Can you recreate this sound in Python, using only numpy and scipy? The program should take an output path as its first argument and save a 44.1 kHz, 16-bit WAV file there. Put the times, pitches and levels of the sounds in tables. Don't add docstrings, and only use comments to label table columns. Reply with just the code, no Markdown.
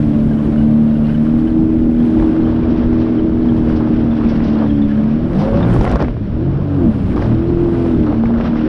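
import sys
import numpy as np
from scipy import signal
from scipy.io import wavfile
from scipy.ndimage import uniform_filter1d

SR = 44100
rng = np.random.default_rng(int(sys.argv[2]) if len(sys.argv) > 2 else 0)


def linear_from_db(decibels):
    return 10 ** (np.asarray(decibels, float) / 20)


def persist_wave(psi):
    counts = np.round(np.clip(psi, -1, 1) * 32767).astype(np.int16)
    wavfile.write(sys.argv[1], SR, np.atleast_2d(counts).T)


N = 382788

# time in seconds, speed in turns per second.
SHAFT_SPEED = [(0.03, 74.2), (0.39, 73.9), (0.7, 75.0), (1.16, 74.9), (1.47, 79.8), (2.0, 79.4),
               (2.32, 79.7), (3.45, 80.1), (3.64, 78.4), (4.07, 77.1), (4.56, 74.3), (4.8, 71.3),
               (4.97, 72.0), (5.11, 74.2), (5.28, 82.8), (5.34, 88.0), (5.41, 103.0), (5.47, 108.5),
               (5.53, 111.5), (5.59, 113.0), (5.63, 115.5), (5.76, 118.0), (5.87, 129.5), (5.96, 115.0),
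               (6.07, 81.3), (6.24, 70.0), (6.39, 79.8), (6.53, 93.2), (6.66, 95.0), (6.77, 94.3),
               (6.92, 71.4), (7.05, 60.6), (7.26, 72.7), (7.36, 80.0), (7.5, 86.3), (7.88, 83.6),
               (8.1, 74.8), (8.34, 77.0), (8.68, 77.5)]
# time in seconds, engine effort in dB, third order in dB, fourth order in dB.
ENGINE_LOAD = [(0.03, 1, 3, 7), (0.4, -1, 0.5, 3), (0.7, -1.5, 6, 7), (1.15, -3, 3.5, -2),
               (1.28, -5, 8.5, 3), (1.38, -2.5, 7, 6.5), (1.6, 1, 5.5, 7.5), (1.85, 0, 6.5, 5.5),
               (2.02, -5, 8.5, -1), (2.12, 4, 5, 6), (2.3, -7, 3, 10), (2.47, 3, 6.5, 6.5),
               (2.55, 5.5, 2, 1.5), (2.7, 5, 5.5, 0.5), (3.0, 4.5, 4.5, 5.5), (3.3, -4, 3, 8),
               (3.45, 4, 7, 4), (3.6, 4.5, 6, 6), (3.9, 1.5, 1, 5.5), (4.1, 2.5, 2, 3), (4.3, 4.5, 3.5, 6),
               (4.5, -4, 1.5, 4.5), (4.8, 2, 1.5, 7.5), (5.05, -5, 4.5, -2.5), (5.3, -1.5, 1, 2),
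               (5.42, 1, -9, -15), (5.52, 2, -6, -2), (5.62, 6.5, -0.5, -13), (5.73, 10.5, -8, -6),
               (5.8, 0, -8, -10), (5.9, -5, -9, -14), (6.07, 3.5, 4, -14), (6.22, 6, -32, -29),
               (6.33, 4, -11, -9.5), (6.42, 4.5, -1.5, 3.5), (6.55, 0.5, -10, -19), (6.76, 2, 3.5, 0.5),
               (6.87, 4, 9.5, 6), (6.97, 4.5, -14, -19), (7.05, 7.5, -1.5, -11), (7.2, 6.5, -18.5, -18),
               (7.32, 12.5, 4.5, 5), (7.5, 2, -9, 6), (7.9, 5.5, 7.5, 5), (8.1, 5, -1, 8.5),
               (8.22, 2.5, 3, 5), (8.32, 5.5, 4, -15), (8.45, -11, 0.5, -10), (8.53, -2, 3.5, 6.5),
               (8.68, 0, 1, 5.5)]
# time in seconds, level change in dB.
SECOND_ORDER = [(0.03, 3), (1.2, 4), (1.6, 6), (2.7, -1), (4.0, -5.5), (5.1, 2), (5.35, 10.5), (5.45, 4.5),
                (5.52, 12), (5.6, -5), (5.78, 4), (5.9, -3), (6.2, -13), (6.45, 5), (6.7, -15), (6.95, 6),
                (7.2, -1), (7.5, 11.5), (8.0, -7), (8.68, 2.5)]
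# time in seconds, level change in dB, rms of the fast phase shake in radians.
FIFTH_AND_ROUGHNESS = [(0.03, -2, .03), (1.2, -2, 0.024), (2.0, 4.5, 0.029), (2.7, 4, 0.034),
                       (3.3, 5.5, .05), (3.9, 7.5, 0.042), (4.5, 0.5, 0.13), (5.25, -2, 0.11),
                       (5.36, -6, .2), (5.43, 7.5, 0.17), (5.5, 8, .12), (5.6, 9, 0.13), (5.68, -7, .4),
                       (6.05, -17, 1), (6.3, -3, 0.43), (6.5, -12, 0.13), (6.9, -2, 0.088), (7.2, -6, 0.26),
                       (7.45, 3.5, 0.07), (8.0, 7, 0.054), (8.68, -3, 0.08)]
# multiple of shaft speed, base rms in dB,
# rise in dB per 10 turns per second above 80.
STRONG_ORDERS = [(1, -29, 3), (1.5, -27, 0.5), (2, -33, 1), (3, -24, -1), (4, -24.5, 0.5), (5, -36, 2.5)]
# multiple of shaft speed, base rms in dB.
WEAK_ORDERS = [(2.5, -37), (3.5, -33), (4.5, -37), (5.5, -44), (6, -45), (7, -49.5), (7.5, -52), (8, -47.5),
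               (9, -54)]
# frequency in Hz, gain in dB.
HULL_RESPONSE = [(60, 3.5), (80, -3), (100, 0), (118, -3), (140, 5), (150, 11), (162, -3.5), (190, 6.5),
                 (222, 7), (240, 3), (258, -0.5), (283, 4), (298, -3), (318, 2), (345, 1.5), (372, -9),
                 (400, -0.5), (440, -2), (560, 0.5), (650, -23)]
# centre in Hz, width in Hz, lift in dB.
PANEL_RESONANCES = [(578, 50, 10), (672, 30, 9), (420, 60, 2)]
# start in seconds, peak in dB, pitch in Hz, length in seconds.
HULL_SLAMS = [(5.863, -12, 67, 0.049), (5.909, -7, 55.8, 0.08), (5.995, -14.5, 66.4, 0.11),
              (6.071, -16, 45.2, 0.067), (7.141, -21.5, 56.6, 0.18), (8.359, -16, 44.7, 0.058)]
# time in seconds, level in dB.
CHURN_LEVEL = [(5.27, -57.5), (5.33, -36), (5.42, -31), (5.5, -40), (5.6, -32), (5.68, -31.5), (5.78, -31),
               (5.9, -26), (6.02, -29.5), (6.09, -59)]
# centre in Hz, width in Hz, relative level in dB.
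HULL_CAVITIES = [(350, 90, -5), (552, 55, 1), (720, 110, -4), (1050, 130, -5), (1350, 200, -10)]
# start in seconds, tick peak in dB,
# bright edge relative to the tick in dB, body relative to the tick in dB.
HOUSING_DROPS = [(0.531, -33, -19, 11), (1.084, -34, -14, 14), (1.702, -35, -12, 13), (2.065, -40, -19, 11),
                 (2.154, -44, -16, 6), (2.198, -22, -20.5, 1), (2.392, -38, -12, 5), (2.603, -40, -20, 7),
                 (2.9294, -24, -18, 7), (3.458, -26.5, -15, 10), (3.765, -33, -18, 7),
                 (3.874, -31.5, -18, 18), (4.404, -21.5, -36, 8), (4.816, -33, -16, 13),
                 (5.3324, -24, -16, 7), (5.4527, -27, -18, 12), (5.4776, -30, -16, 6),
                 (5.5454, -36, -18, 15), (5.65, -31, -22, 17), (5.6744, -25, -20, 11), (5.72, -41, -17, 16),
                 (5.739, -25.5, -25, -2), (5.763, -24, -9, 17), (5.7896, -35, -22, -1),
                 (5.8105, -16.5, -11, 12), (5.8343, -33, 0, 15), (5.8438, -33, -3, 26),
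                 (5.8511, -15.5, -14, 8), (5.876, -13, -23, 3), (5.894, -23, -22, 1), (5.915, -24, -5, 2),
                 (5.924, -17, -14, 4), (5.957, -14, -12, 11), (5.9964, -34, -18, 4),
                 (6.0029, -20, -20, 12.5), (6.016, -23, -7, 10), (6.024, -24.5, -4, 19),
                 (6.045, -18, -31, -6), (6.0827, -17, -31, 7.5), (6.167, -32.5, -20, 15),
                 (6.255, -40, -14, 11), (7.119, -31, -30, 7), (7.1613, -33, -14, 10),
                 (7.1755, -36, -15, 12), (7.192, -35, -10, 4), (7.2215, -16, -25, -3),
                 (7.225, -22.5, -15, 13), (7.265, -38, -11.5, 8), (7.316, -23, -22, 4),
                 (7.502, -34.5, -17, 17), (7.8607, -26, -21, 11), (7.904, -27, -19, 12),
                 (8.0674, -23, -16, -3.5), (8.08, -32, -27, 15), (8.092, -32, -25, 8),
                 (8.1265, -21, -29, 11), (8.2365, -30, -27, 20.5), (8.2558, -19, -23, 0),
                 (8.2958, -35, -28, 10), (8.305, -29, -22, 17), (8.3388, -21, -32, -3),
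                 (8.3473, -26, -27, 8), (8.3845, -22, -22, 2), (8.401, -29, -22, 18),
                 (8.409, -17.5, -26, 5), (8.4458, -25.5, -25, 9), (8.4782, -28, -19, 10),
                 (8.557, -22, -24, 6), (8.57, -28, -16, 6.5)]
# start in seconds, peak in dB, pitch in Hz.
PORT_SPITS = [(5.642, -55, 9600), (5.66, -46, 5000), (5.664, -45, 9000), (5.687, -49, 9500),
              (5.696, -51, 9000), (5.716, -56, 8500), (5.7374, -39.5, 9300), (5.742, -38, 5600),
              (5.749, -55, 8800), (5.763, -39, 5200), (5.784, -49, 7000), (5.789, -40, 5000),
              (5.815, -37, 5230), (5.827, -41, 8500), (5.8338, -38, 5600), (5.8447, -34, 8300),
              (5.851, -40, 5600), (5.864, -44, 4470), (5.872, -46, 6000), (5.8974, -32, 4500),
              (5.915, -34.5, 8600), (5.925, -43.5, 6500), (5.936, -49, 8500), (5.944, -53, 7500),
              (5.958, -28.5, 4500), (5.969, -40, 4300), (5.9945, -41, 4700), (6.014, -51, 6500),
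              (6.0245, -35, 5000), (6.0238, -42, 8540)]
# start in seconds, rms before the envelope in dB,
# decay length in seconds.
BOW_SWISHES = [(2.698, -46, 0.028), (2.768, -50, 0.055), (2.998, -44.5, 0.034), (3.561, -50, 0.039),
               (3.685, -46.5, 0.043), (3.756, -42.5, 0.032), (3.87, -54, 0.0099), (4.285, -41, 0.041),
               (4.355, -43.5, 0.019), (4.433, -42.5, 0.058), (4.473, -44, 0.049), (4.529, -47, 0.027),
               (5.345, -46, 0.045), (5.383, -40, 0.076), (5.554, -43, 0.041), (5.799, -50, 0.05),
               (5.874, -47, .06), (7.157, -45.5, 0.053), (7.206, -46, 0.081), (8.38, -57, 0.035),
               (8.432, -58, 0.049)]
# time in seconds, level in dB.
RUSH_LEVEL = [(0.03, -31.5), (0.3, -28.5), (1.25, -29), (1.75, -31.5), (2.1, -29.5), (2.24, -22.5),
              (2.35, -24.5), (2.9, -25.5), (3.3, -28.5), (3.75, -24), (4.1, -25), (4.55, -24.5), (4.6, -23),
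              (4.63, -20), (4.665, -20.5), (4.685, -30.5), (4.8, -28.5), (5.25, -28), (5.33, -23.5),
              (5.41, -21), (5.5, -20.5), (5.6, -20.5), (5.74, -20), (5.85, -23.5), (5.95, -15.5),
              (5.985, -25.5), (6.03, -15.5), (6.07, -30.5), (6.14, -38), (6.5, -29), (6.82, -26),
              (7.11, -30), (7.17, -20.5), (7.205, -22.5), (7.235, -21.5), (7.28, -24.5), (7.4, -28),
              (7.85, -25.5), (8.02, -28.5), (8.08, -20), (8.2, -28), (8.42, -23.5), (8.65, -27)]
# time in seconds, level in dB.
HISS_LEVEL = [(0.03, -43.5), (0.22, -44.5), (1.04, -44.5), (1.09, -43), (1.69, -46.5), (2.16, -42),
              (3.1, -42), (3.3, -44.5), (3.75, -42), (4.13, -41), (4.66, -40), (4.73, -43.5), (4.9, -42),
              (5.26, -44), (5.41, -41), (5.53, -41.5), (5.57, -39), (5.96, -37.5), (5.98, -46), (6.01, -32),
              (6.03, -40.5), (6.13, -48.5), (7.18, -43), (7.23, -41), (7.26, -42), (7.69, -44.5),
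              (7.81, -41), (8.36, -44.5), (8.41, -39), (8.43, -42), (8.46, -35), (8.53, -43.5), (8.58, -38),
              (8.65, -40.5)]
# time in seconds, level in dB.
SPRAY_LEVEL = [(0.03, -64), (0.45, -63.5), (0.85, -66), (1.2, -63), (1.66, -67.5), (2.15, -63),
               (2.7, -71.5), (3.2, -71.5), (3.6, -66), (3.9, -70), (4.9, -68.5), (5.2, -72), (5.38, -62),
               (5.6, -68), (5.75, -57), (5.86, -60.5), (6.15, -76), (6.5, -77), (6.82, -67.5), (7.2, -63.5),
               (7.4, -70.5), (7.85, -64), (8.25, -71), (8.65, -73)]
# frequency in Hz, relative density in dB per Hz.
RUSH_COLOUR = [(100, -17), (200, 10), (350, 0.5), (550, 0), (750, -7.5), (1100, -11), (1600, -18.5),
               (2200, -40.5), (4000, -49)]
# frequency in Hz, relative density in dB per Hz.
SPLASH_COLOUR = [(700, -14), (1400, 5.5), (2200, -0.5), (3200, -3.5), (4200, -11), (5600, -14.5),
                 (6600, -37), (8000, -39)]
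# frequency in Hz, relative density in dB per Hz.
SPRAY_COLOUR = [(5000, -17.5), (6300, 0.5), (7500, -3), (8600, -1), (9800, 1), (10600, -4.5),
                (11500, -13.5), (12500, -12), (14300, -37.5), (15000, -57)]
# start in seconds, upper tone level in dB, mean pitch in Hz,
# lower partner relative to the upper tone in dB.
LOOSE_PART_SQUEAKS = [(0.3052, -50, 3020, 15), (0.372, -47, 3000, -3), (0.574, -41, 2940, -2),
                      (0.6, -46.5, 2900, 10.5), (0.946, -46, 2820, 5), (1.037, -43, 2770, 1),
                      (1.0848, -44, 2830, 6), (1.139, -41, 2980, 2.5), (1.466, -45, 3015, 5),
                      (1.993, -46, 3240, 4), (2.446, -42, 3080, -1), (2.546, -46, 2860, -6),
                      (3.18, -40.5, 3050, -5.5), (3.482, -39.5, 3200, 1), (4.1038, -43, 3520, -17),
                      (4.565, -46, 3370, -6.5), (4.601, -47, 3200, 7), (4.634, -52, 3200, 1),
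                      (4.655, -48, 3620, -8), (4.6903, -40, 3280, -2.5), (4.708, -50, 3250, -7),
                      (4.742, -44.5, 3180, -8), (4.772, -47, 3300, -11), (4.813, -39, 3500, -2),
                      (4.836, -49, 3480, -6), (4.883, -47, 3270, 8), (4.902, -54, 3250, 19),
                      (4.972, -51, 3170, 10), (5.6208, -35.5, 3620, -9)]
# time in seconds, level in dB.
WIND_LEVEL = [(0.03, -17.5), (1.0, -22), (1.5, -17.5), (2.8, -18), (3.9, -17), (4.8, -20.5), (5.3, -18.5),
              (5.37, -17), (5.5, -18), (5.7, -13), (6.0, -20.5), (6.45, -21), (6.9, -18.5), (7.15, -16),
              (7.24, -13.5), (7.4, -19), (8.0, -18), (8.65, -17.5)]
# frequency in Hz, relative density in dB per Hz.
WIND_COLOUR = [(15, -11.5), (30, 7), (60, 3.5), (120, -1), (200, 2.5), (320, -1), (450, -16), (800, -46.5)]

FLUTTER_DB = 1.8
FAINT_FADE_DB = 5.5
KNOCKS_PER_S, KNOCK_SPREAD_DB, KNOCK_TOP_HZ = 400, 4, 1800
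DROP_T60_S = 0.02
SPIT_DECAY_S, SPIT_SPAN = 0.0009, 1.35
SURGE_DB = 0.6
SURGE_GROWTH = 0.076
SQUEAK_S = 0.025
GUST_DB = 1.5


def evened(x):
    return x / np.sqrt(np.mean(x ** 2) + 1e-20)


def column(rows, index):
    table = np.array(rows)
    return np.interp(np.arange(N) / SR, table[:, 0], table[:, index])


def wander(hz):
    steps = rng.standard_normal(4000)
    return evened(np.interp(np.arange(N) / SR * 2 * hz, np.arange(len(steps)), steps))


def add(mix, s, sound):
    part = mix[round(s * SR):][:len(sound)]
    part += sound[:len(part)]


def bandpass(order, low_hz, high_hz):
    return signal.butter(order, (low_hz, high_hz), "bandpass", fs=SR, output="sos")


def drop_sizes(per_s, spread_db):
    size = linear_from_db(spread_db * np.minimum(rng.exponential(1, N), 4))
    return size * (rng.random(N) < per_s / SR)


def turbulence(colour, size, patchy_db, flicker_db):
    hop = size // 4
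    frames = N // hop + 5
    hz = np.fft.rfftfreq(size, 1 / SR)
    real, imaginary, patches = rng.standard_normal((frames, len(hz), 3)).T
    patches = uniform_filter1d(patches, size=8, axis=0)
    patches = evened(uniform_filter1d(patches, size=8, axis=1))
    flicker = evened(uniform_filter1d(rng.standard_normal(frames), size=4))
    colour_hz, colour_db = np.transpose(colour)
    shape_db = np.interp(np.log(hz + 1), np.log(colour_hz), colour_db, left=-90, right=-90)
    level_db = shape_db[:, None] + patchy_db * patches + flicker_db * flicker
    spectrum = (real + 1j * imaginary) * linear_from_db(level_db)
    return evened(signal.istft(spectrum, nperseg=size, noverlap=size - hop)[1][:N])


def patter(low_hz, high_hz, cycles, per_s, spread_db):
    size = drop_sizes(per_s, spread_db)
    pitches = np.geomspace(low_hz, high_hz, num=12)
    kind = rng.integers(0, len(pitches), size=N)
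    t, out = np.arange(1200) / SR, np.zeros(N)
    for k, hz in enumerate(pitches):
        ring = np.sin(2 * np.pi * hz * t) * (hz * t) ** 2 * np.exp(-5 * hz * t / cycles)
        out += signal.oaconvolve(size * (kind == k), ring)[:N]
    return evened(out)


def strong_order_levels(shaft_hz, fifth_db):
    effort_db, third_db, fourth_db = (column(ENGINE_LOAD, index=i) for i in (1, 2, 3))
    own_drive = {2: column(SECOND_ORDER, index=1), 3: third_db, 4: fourth_db, 5: fifth_db}
    hull_hz, hull_db = np.transpose(HULL_RESPONSE)
    over = np.minimum(shaft_hz - 80, 15) / 10
    levels = []
    for k, db, rise_db in STRONG_ORDERS:
        drive_db = own_drive[k] if k in own_drive else effort_db + FLUTTER_DB * wander(hz=5)
        carried_db = np.interp(k * shaft_hz, hull_hz, hull_db)
        levels.append((k, db + drive_db + rise_db * over + carried_db))
    return levels


def weak_order_levels(shaft_hz, fifth_db):
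    third_db = column(ENGINE_LOAD, index=2)
    fade_db = FAINT_FADE_DB * np.maximum(shaft_hz - 90, 0) / 10
    levels = []
    for k, db in WEAK_ORDERS:
        lift_db = sum(top_db / (1 + (2 * (k * shaft_hz - hz) / width) ** 2)
                      for hz, width, top_db in PANEL_RESONANCES)
        drive_db = fifth_db if 4 < k < 6 else 0.26 * third_db
        levels.append((k, db + drive_db - fade_db + lift_db + 2.5 * wander(hz=6)))
    return levels


def engine():
    shaft_hz = column(SHAFT_SPEED, index=1)
    angle = 2 * np.pi * np.cumsum(shaft_hz * (1 + 0.002 * wander(hz=10))) / SR
    fifth_db, rough = (column(FIFTH_AND_ROUGHNESS, index=i) for i in (1, 2))
    levels = strong_order_levels(shaft_hz, fifth_db) + weak_order_levels(shaft_hz, fifth_db)
    out = np.zeros(N)
    for k, db in levels:
        slip = 2 * np.pi * rng.random() + 0.25 * wander(hz=10) + rough * wander(hz=35)
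        out += linear_from_db(db + 1.4 * wander(hz=14)) * np.sqrt(2) * np.cos(k * angle + slip)
    return out


def slams():
    out = np.zeros(N)
    for s, db, hz, length in HULL_SLAMS:
        t = np.arange(int(length * SR)) / SR
        add(out, s, linear_from_db(db) * np.hanning(len(t)) * np.sin(2 * np.pi * hz * t))
    return out


def churn():
    knocks = drop_sizes(KNOCKS_PER_S, KNOCK_SPREAD_DB) * rng.choice([-1., 1.], N)
    knocks = signal.sosfilt(signal.butter(4, KNOCK_TOP_HZ, fs=SR, output="sos"), knocks)
    rung = np.zeros(N)
    for hz, width, db in HULL_CAVITIES:
        b, a = signal.iirpeak(hz, hz / width, fs=SR)
        rung += linear_from_db(db) * evened(signal.lfilter(b, a, knocks))
    return linear_from_db(column(CHURN_LEVEL, index=1)) * evened(rung)


def drops():
    t, out = np.arange(3000) / SR, np.zeros(N)
    body, tick, edge = bandpass(3, 350, 1200), bandpass(3, 900, 2200), bandpass(5, 2600, 6000)
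    punch = -np.pad(np.blackman(44), (0, len(t) - 44))
    noises = rng.standard_normal((len(HOUSING_DROPS), 3, len(t)))
    for (s, db, treble_db, body_db), noise in zip(HOUSING_DROPS, noises):
        # filter, share of the punch, relative level in dB, decay relative to the tick
        parts = [(body, 3, body_db, 1.4), (tick, 1.5, 0, 1), (edge, 0, treble_db, 0.7)]
        for (band, push, rel_db, lasts), puff in zip(parts, noise):
            decay = linear_from_db(-60 * t / (lasts * DROP_T60_S))
            burst = signal.sosfilt(band, push * punch + puff * decay)
            add(out, s, linear_from_db(db + rel_db) * burst / abs(burst).max())
    return out


def spits():
    t, out = np.arange(300) / SR, np.zeros(N)
    for (s, db, hz), noise in zip(PORT_SPITS, rng.standard_normal((len(PORT_SPITS), len(t)))):
        band = bandpass(3, hz / SPIT_SPAN, min(hz * SPIT_SPAN, 10600))
        tick = signal.sosfilt(band, noise * np.exp(-t / SPIT_DECAY_S))
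        add(out, s, linear_from_db(db) * tick / abs(tick).max())
    return out


def swishes():
    band, out = bandpass(7, 2000, 5800), np.zeros(N)
    for (s, db, length), noise in zip(BOW_SWISHES, rng.standard_normal((len(BOW_SWISHES), 6000))):
        u = np.arange(len(noise)) / SR / length
        tilted = signal.lfilter([1], [1, -0.8], noise)
        bright = evened(signal.sosfilt(band, tilted))
        add(out, s, linear_from_db(db) * bright * np.minimum(8 * u, 1) * np.exp(-u ** 2))
    return out


def flow():
    rush_db = column(RUSH_LEVEL, index=1)
    lumps_db = SURGE_GROWTH * np.maximum(rush_db + 30.5, 0) * wander(hz=30.5)
    surge_db = SURGE_DB * wander(hz=9) + lumps_db
    return [db + surge_db for db in (rush_db, column(HISS_LEVEL, index=1), column(SPRAY_LEVEL, index=1))]


def droplets(levels):
    rush_db, hiss_db, spray_db = levels
    gurgle = patter(400, 1300, cycles=2.8, per_s=200, spread_db=4.0)
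    ticks = patter(1400, 4200, cycles=12.0, per_s=390, spread_db=6.3)
    crackle = patter(5500, 10500, cycles=4, per_s=400, spread_db=4.5)
    low = linear_from_db(1.27 * rush_db - 6.0) * gurgle
    return low + linear_from_db(1.463 * hiss_db + 5.0) * ticks + linear_from_db(1.6 * spray_db + 27) * crackle


def rushing_water(levels):
    rush = turbulence(RUSH_COLOUR, size=512, patchy_db=-1.0, flicker_db=-0.64)
    splash = turbulence(SPLASH_COLOUR, size=256, patchy_db=0.3, flicker_db=1.0)
    spray = turbulence(SPRAY_COLOUR, size=256, patchy_db=1.2, flicker_db=0.5)
    return sum(linear_from_db(db) * layer for db, layer in zip(levels, [rush, splash, spray]))


def squeaks():
    n, out = int(SQUEAK_S * SR), np.zeros(N)
    jitters = rng.standard_normal((len(LOOSE_PART_SQUEAKS), 3000))
    for (s, db, hz, partner_db), jitter in zip(LOOSE_PART_SQUEAKS, jitters):
        rough = 0.25 * uniform_filter1d(jitter, size=60)[:n]
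        angle = 2 * np.pi * np.cumsum(hz * (1 + rough)) / SR
        chirp = np.sin(angle) + linear_from_db(partner_db) * np.sin(0.53 * angle)
        add(out, s, linear_from_db(db) * signal.windows.tukey(n, 0.7) * chirp)
    return out


def wind():
    buffet = turbulence(WIND_COLOUR, size=2048, patchy_db=-2.5, flicker_db=-1.0)
    return linear_from_db(column(WIND_LEVEL, index=1) + GUST_DB * wander(hz=8)) * buffet


def scene():
    levels = flow()
    impacts = slams() + churn() + drops() + spits() + swishes()
    water = impacts + droplets(levels) + rushing_water(levels)
    return (engine() + water + squeaks() + wind())[None]


def roll_off(x):
    return signal.sosfilt(signal.butter(12, 14400, fs=SR, output="sos"), x)


def record(dry):
    ceiling = 0.94
    ends = signal.windows.tukey(N, 200 / N)
    finished = ends * ceiling * np.tanh(dry / ceiling)
    return roll_off(finished)


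dry = scene()
out = record(dry)
persist_wave(out)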